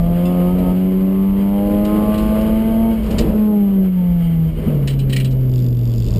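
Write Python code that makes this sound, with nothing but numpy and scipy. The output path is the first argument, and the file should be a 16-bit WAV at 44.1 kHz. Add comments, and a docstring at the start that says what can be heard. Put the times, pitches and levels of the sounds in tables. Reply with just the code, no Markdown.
"""A small four-cylinder car on a race track, heard from behind the seats. At full throttle the firing
orders climb and ring the cabin over road rumble, body roar and intake hiss; metal clinks and loose trim
rattles. At 3 s the driver lifts, the drive line thumps and the revs fall across rough patches of road.
Near 5 s come a second thump and a flurry of rattles, then something ticks under braking.
Throughout, a slow sample-and-hold mirrors the tones around its 12 kHz rate."""
import sys
import numpy as np
from scipy import signal
from scipy.fft import rfft, irfft
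from scipy.io import wavfile
from scipy.ndimage import uniform_filter1d

SR = 44100
rng = np.random.default_rng(int(sys.argv[2]) if len(sys.argv) > 2 else 0)


def materialize(psi):
    """Save the field psi as 16-bit PCM at rate SR to the path in sys.argv[1].

    A 1-D psi becomes a single channel; in a 2-D psi each row is a channel.
    """
    bounded = np.clip(np.atleast_2d(psi).T, -1, 1)
    quanta = np.round(bounded * 32767).astype(np.int16)
    wavfile.write(sys.argv[1], SR, quanta)


N = 272979
TIME = np.arange(N) / SR
FREQ = np.arange(N // 2 + 1) * SR / N + 1e-3

# cabin and panel resonances: pitch_hz, width_hz, gain_db
CABIN_MODES = [(60, 400, -7), (236.3, 44, 4), (295.2, 25, 0.5), (311.2, 27.2, 1), (378.4, 13.5, 1.5),
               (452, 49, -4.5), (524, 45.5, -4), (625.5, 37.4, 0), (691.3, 31.5, -2.5), (904, 10, -3.5),
               (804.5, 20, -9.5), (1062, 22, -6), (1160, 25, -11), (1258.4, 20, -8.5), (1496, 48, -18.5)]


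def undb(db):
    """Gain of a level in dB."""
    return np.exp(np.asarray(db) * (np.log(10) / 20))


def unit(x):
    """Scale to rms 1."""
    return x / np.sqrt(np.mean(x ** 2))


def curves(table):
    """One automation curve for each column after the time."""
    times, *columns = np.transpose(table)
    return [np.interp(TIME, times, column) for column in columns]


def drift(rate_hz):
    """Random steps, smoothed twice into a wobble of rms 1."""
    hold = int(SR / rate_hz)
    steps = np.repeat(rng.standard_normal(N // hold + 1), hold)
    return unit(uniform_filter1d(uniform_filter1d(steps, hold), hold)[:N])


def response(modes, hz):
    """Summed complex gain of damped resonances, neighbours in opposite phase."""
    return sum((-1) ** k * undb(db) * 1j * hz * width / (pitch ** 2 - hz ** 2 + 1j * hz * width)
               for k, (pitch, width, db) in enumerate(modes))


def ring(x, modes):
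    """Send a signal through resonances."""
    return irfft(rfft(x) * response(modes, FREQ), N)


def noise(spectrum):
    """Noise of the given colour, rms 1."""
    hz, db = np.transpose(spectrum)
    colour = undb(np.interp(np.log(FREQ), np.log(hz), db))
    return unit(irfft(rfft(rng.standard_normal(N)) * colour, N))


def road_levels():
    """Faders in dB for rumble, roar and hiss, pushed up by each rough patch."""
    # the noise bed along the track: time_s, rumble_db, roar_db, hiss_db
    bed = [(0, -18, -28.5, -43.5), (0.3, -32.5, -26.5, -42), (0.9, -34, -28.5, -45),
           (1.2, -33.5, -29.5, -46), (1.5, -33.5, -30.5, -43), (1.7, -26, -24, -41.5),
           (2.2, -26.5, -22.5, -37.5), (2.6, -22.5, -24, -40.5), (2.95, -27, -25.5, -44),
           (3.9, -33.5, -30, -47.5), (4.25, -29.5, -32, -46), (4.5, -23.5, -27, -47.5),
           (4.85, -26.5, -23.5, -46.5), (5.1, -24, -26.5, -48.5), (5.8, -25.5, -29, -55),
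           (6.19, -28, -22, -49.5)]
    # rough patches: centre_s, half_length_s, rumble_rise_db, roar_rise_db
    patches = [(.62, 0.17, 9, 1.5), (3.193, 0.16, 11, 12.5), (4.669, 0.083, 0, 8), (5.447, 0.23, 0, 0.5),
               (6.076, 0.046, 7, 1)]
    rumble_db, roar_db, hiss_db = curves(bed)
    for centre_s, half_length_s, rumble_rise_db, roar_rise_db in patches:
        swell = np.exp(-((TIME - centre_s) / half_length_s) ** 2)
        rumble_db += rumble_rise_db * swell
        roar_db += roar_rise_db * swell
        hiss_db += 0.54 * roar_rise_db * swell
    return rumble_db, roar_db, hiss_db


def road_rumble(level_db):
    """The road makes a deep, wavering rumble."""
    # rumble colour: pitch_hz, gain_db
    colour = [(18, -17.5), (30, 7), (55, 8), (90, -3), (130, -4.5), (200, -52)]
    return undb(level_db + 2.0 * drift(7)) * noise(colour)


def body_roar(firing_hz, level_db):
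    """Panels roar through the cabin modes, brighter as the revs rise."""
    # colours of the low and the upper roar: pitch_hz, gain_db
    low_colour = [(70, -21), (110, -10), (180, 6), (260, -6), (400, -3.5), (520, -14), (800, -50.5)]
    upper_colour = [(300, -47.5), (480, 5), (680, -4.5), (800, -12.5), (1200, -17), (1700, -42)]
    upper_db = -0.6 + 7 * np.log2(firing_hz / 200)
    roar = 2 * noise(low_colour) + undb(upper_db + 1.8 * drift(13)) * noise(upper_colour)
    return (0.28 * roar + 0.24 * ring(roar, CABIN_MODES[1:])) * undb(level_db + 1.4 * drift(15))


def intake_hiss(firing_phase, level_db):
    """Intake air puffs once a firing, and small metal fittings sing in it."""
    # air colour: pitch_hz, gain_db
    colour = [(900, -3), (1300, -2.5), (1900, -6), (2300, -5), (3100, -6.5), (3650, -14.5), (4900, -16),
              (5700, -26.5), (7000, -63.5)]
    # resonances of the fittings: pitch_hz, width_hz, gain_db
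    fittings = [(2042, 8.2, 7.5), (2224, 18, 10), (2888, 41, 1.5), (3116, 25, 10), (3260, 26, 1.5)]
    puff = (1 + 0.18 * np.sin(firing_phase) + 0.072 * np.sin(firing_phase / 2)) * undb(1.2 * drift(40))
    hiss = puff * noise(colour)
    # a swell placed at 4.26 s, where the falling engine shakes the fittings most
    shaken_db = 7.0 * np.exp(-((TIME - 4.26) / 0.09) ** 2) + 2.0 * drift(6)
    hiss += undb(shaken_db) * ring(hiss, fittings)
    return 0.73 * undb(level_db) * hiss / np.median(np.abs(hiss))


def drive_thumps():
    """Short pushes through the drive line ring the cabin."""
    # jolts: centre_s, level_db
    jolts = [(3.155, -4.5), (4.674, 2)]
    pushes = sum(undb(db) * np.exp(-((TIME - centre_s) / .0012) ** 2) for centre_s, db in jolts)
    return ring(pushes, CABIN_MODES)


def trim_rattles():
    """Bumps knock loose trim into bursts of chatter that ring and die away, the treble sooner."""
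    # knocks: start_s, level_db, treble_offset_db, clack_offset_db
    knocks = [(0.254, -38, -4, -8), (0.58, -34, -5, 4), (1.8476, -31.5, -1.5, -7), (2.1385, -25.5, -17, 0),
              (2.1768, -29, -1.5, -7), (2.22, -39, 2.5, -9), (2.41, -37, -1, -7), (2.93, -42, 1.5, -8),
              (3.03, -42, 3, -9), (3.0591, -43, 6.5, -3), (3.1061, -31, 3, -1), (3.1822, -18.5, 5.5, 0),
              (4.8728, -20, -2.5, 2), (4.8993, -32, -3, -11), (4.9317, -42, 0, 3), (4.9895, -25, -8, -14),
              (5.0946, -28.5, -4, 2), (5.1229, -18, -12, -1.5), (5.1606, -21, -3, 4),
              (5.196, -22.5, -7, -2), (5.244, -24.5, -7, -15), (5.307, -40.5, 5.5, -15)]
    # trim resonances (two for the clack, the rest for the body), then its treble edge:
    # pitch_hz, width_hz, gain_db
    trim_modes = [(1900, 140, 3.5), (2300, 160, 5.5), (2950, 300, 7), (3390, 170, 3), (3980, 280, -1)]
    edge_modes = [(4700, 4300, 1.5)]
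    attack_s, body_t60_s, edge_t60_s = 0.0025, 0.13, 0.084
    body, edge, clack = np.zeros((3, N))
    for start_s, level_db, treble_db, clack_db in knocks:
        age = np.clip(TIME - start_s, 0, None)
        attack = 1 - np.exp(-age / attack_s)
        knock = undb(level_db - 60 * age / body_t60_s) * attack
        body += knock
        clack += undb(clack_db) * knock
        edge += undb(level_db + treble_db - 60 * age / edge_t60_s) * attack
    chatter = rng.standard_normal(N) * undb(2.0 * drift(250))
    bands = [(clack, trim_modes[:2]), (body, trim_modes[2:]), (edge, edge_modes)]
    return 1.15 * sum(ring(envelope * chatter, modes) for envelope, modes in bands)


def metal_clink():
    """One strike on metal rings a few decaying modes."""
    # ringing modes: pitch_hz, gain_db, t60_s
    modes = [(2090, -8, .1), (2695, 0, .16), (3475, -6, .2), (4955, -10.5, .22)]
    start_s, level_db = .254, -34
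    age = np.clip(TIME - start_s, 0, None)
    return sum(undb(level_db + db - 60 * age / t60) * np.sin(2 * np.pi * hz * age)
               for hz, db, t60 in modes)


def brake_ticks():
    """A steady buzz of ticks under braking, alternately strong and weak, each a short noisy ring."""
    # tick strength: time_s, level_db, weak_tick_offset_db
    strength = [(5.3, -60, -17), (5.47, -52, -20), (5.58, -42, 0), (5.76, -45.5, -20), (5.82, -44.5, -6),
                (6.19, -37, -1.5)]
    # resonances of the ticking part: pitch_hz, width_hz, gain_db
    modes = [(2630, 270, -4), (3560, 370, -1.5), (4200, 280, -4.5), (4776, 340, 2), (5665, 300, -4)]
    rate_hz, strong_tick_s, start_s = 94.9, 5.516, strength[0][0]
    level_db, weak_db = curves(strength)
    cycles = (TIME - strong_tick_s) * rate_hz
    tick = np.floor(cycles).astype(int)
    scatter_db = 1.5 * rng.standard_normal(N // 400)[tick - tick[0]]
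    tick_db = level_db + weak_db * (tick % 2) + scatter_db
    envelope = np.exp(-(cycles % 1) / 0.27) * (TIME > start_s)
    return undb(tick_db) * ring(6.55 * envelope * rng.standard_normal(N), modes)


def drive_slack():
    """The dip in dB as the drive goes slack and the engine note drops away."""
    # slack spells: start_s, end_s, drop_db
    spells = [(2.99, 3.33, 7), (3.9, 3.956, 2.5), (4.497, 4.667, 9.5), (6.07, 6.11, 10)]
    fade_s = .04
    fade = lambda at_s: np.clip((TIME - at_s) / fade_s + .5, 0, 1)
    return sum(drop_db * (fade(start_s) - fade(end_s)) for start_s, end_s, drop_db in spells)


def drive_surge():
    """The swing in firing rate, in Hz, as the drive line winds up and lets go."""
    centre_s, span_s, rate_hz, depth_hz = 0.567, 0.23, 3.6, 2.5
    t = TIME - centre_s
    return depth_hz * np.exp(-(t / span_s) ** 2) * np.cos(2 * np.pi * rate_hz * t)


def revs():
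    """Firing rate and the levels of tone and orders; slack takes most from the orders."""
    # throttle, lift and braking: time_s, firing_hz, tone_db, orders_over_tone_db
    run = [(0, 168.6, -14, -15.5), (0.3, 177.5, -15, -10), (0.65, 181.5, -15.5, -11), (0.9, 187, -14, -14),
           (1.45, 198.1, -14, -13), (1.65, 203, -16, -7.5), (2, 210.3, -16.5, -4.5),
           (2.3, 214.3, -16, -8.5), (2.86, 225.9, -13.5, -10.5), (2.94, 223.9, -16, -12.5),
           (3, 218.2, -14.5, -17.5), (3.5, 211, -12.5, -12), (3.65, 199.7, -12.5, -14),
           (4.05, 177, -13.5, -18.5), (4.45, 160.7, -13.5, -18.5), (4.68, 153.8, -16, -20),
           (4.8, 139.1, -16, -14), (5.1, 133.4, -15.5, -6.5), (5.5, 126.7, -14, -12.5),
           (6.19, 112.4, -16.5, -11)]
    firing_hz, tone_db, orders_db = curves(run)
    slack_db = drive_slack()
    return firing_hz + drive_surge(), tone_db - slack_db, orders_db - 1.2 * slack_db


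def engine(firing_hz, tone_db, orders_db):
    """A strong firing tone, with orders that swell as they sweep through the cabin resonances."""
    # engine orders: multiple_of_firing_rate, gain_db
    orders = [(.25, -8), (.5, -5), (1.5, 5.5), (2, 3), (2.5, -5.5), (3, -0.5), (3.5, -8), (4, -1.5),
              (4.5, -8), (5, -2), (5.5, -6), (6, -7.5), (6.5, -10), (7, -4.5)]
    # timbre with load: time_s, fractional_order_db, slope_db_per_order, scatter_rad_per_order
    load = [(0, 0, 0, .02), (2.9, 0, 0, .02), (3.0, -8, -.8, .08), (4.4, -9, -1.5, .11), (4.9, -8, -3, .22),
            (6.19, -8, -3.5, .28)]
    fractional_db, slope_db, scatter_rad = curves(load)
    phase = 2 * np.pi * np.cumsum(firing_hz * (1 + 0.0011 * drift(25.208))) / SR
    tones = undb(tone_db + .5 * drift(30)) * np.sqrt(2) * np.sin(phase)
    # early and late firings smear the higher orders most
    ragged_phase = phase + scatter_rad * drift(60)
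    for order, gain_db in orders:
        flutter_db = 2.0 * drift(14) + 2.3 * drift(3.48)
        level_db = tone_db + orders_db + gain_db + slope_db * order + flutter_db
        if order % 1:
            level_db += fractional_db
        cabin_gain = np.interp(TIME, TIME[::64], np.abs(response(CABIN_MODES, order * firing_hz[::64])))
        tones += undb(level_db) * cabin_gain * np.sin(order * ragged_phase + 2 * np.pi * rng.random())
    return tones, phase


def scene():
    """The mono mix inside the cabin."""
    firing_hz, tone_db, orders_db = revs()
    tones, firing_phase = engine(firing_hz, tone_db, orders_db)
    rumble_db, roar_db, hiss_db = road_levels()
    bed = body_roar(firing_hz, roar_db) + intake_hiss(firing_phase, hiss_db) + road_rumble(rumble_db)
    return (tones + bed + drive_thumps() + trim_rattles() + metal_clink() + brake_ticks())[None]


def record(dry):
    """Low-passed sound, sampled at 12 kHz and held, gains mirror tones; the very top is then cut."""
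    input_top_hz, output_top_hz, hold_steps = 5650, 15400, 4
    soft = signal.sosfilt(signal.butter(10, input_top_hz, fs=SR, output="sos"), dry)
    slow = signal.resample_poly(soft, 40, 147, axis=1)  # 12 kHz
    stairs = np.repeat(slow, hold_steps, axis=1)  # 48 kHz
    held = signal.resample_poly(stairs, 147, 160, axis=1)[:, :N]  # back to SR
    return signal.sosfilt(signal.ellip(10, .2, 70, output_top_hz, fs=SR, output="sos"), held)


dry = scene()
out = record(dry)
materialize(out)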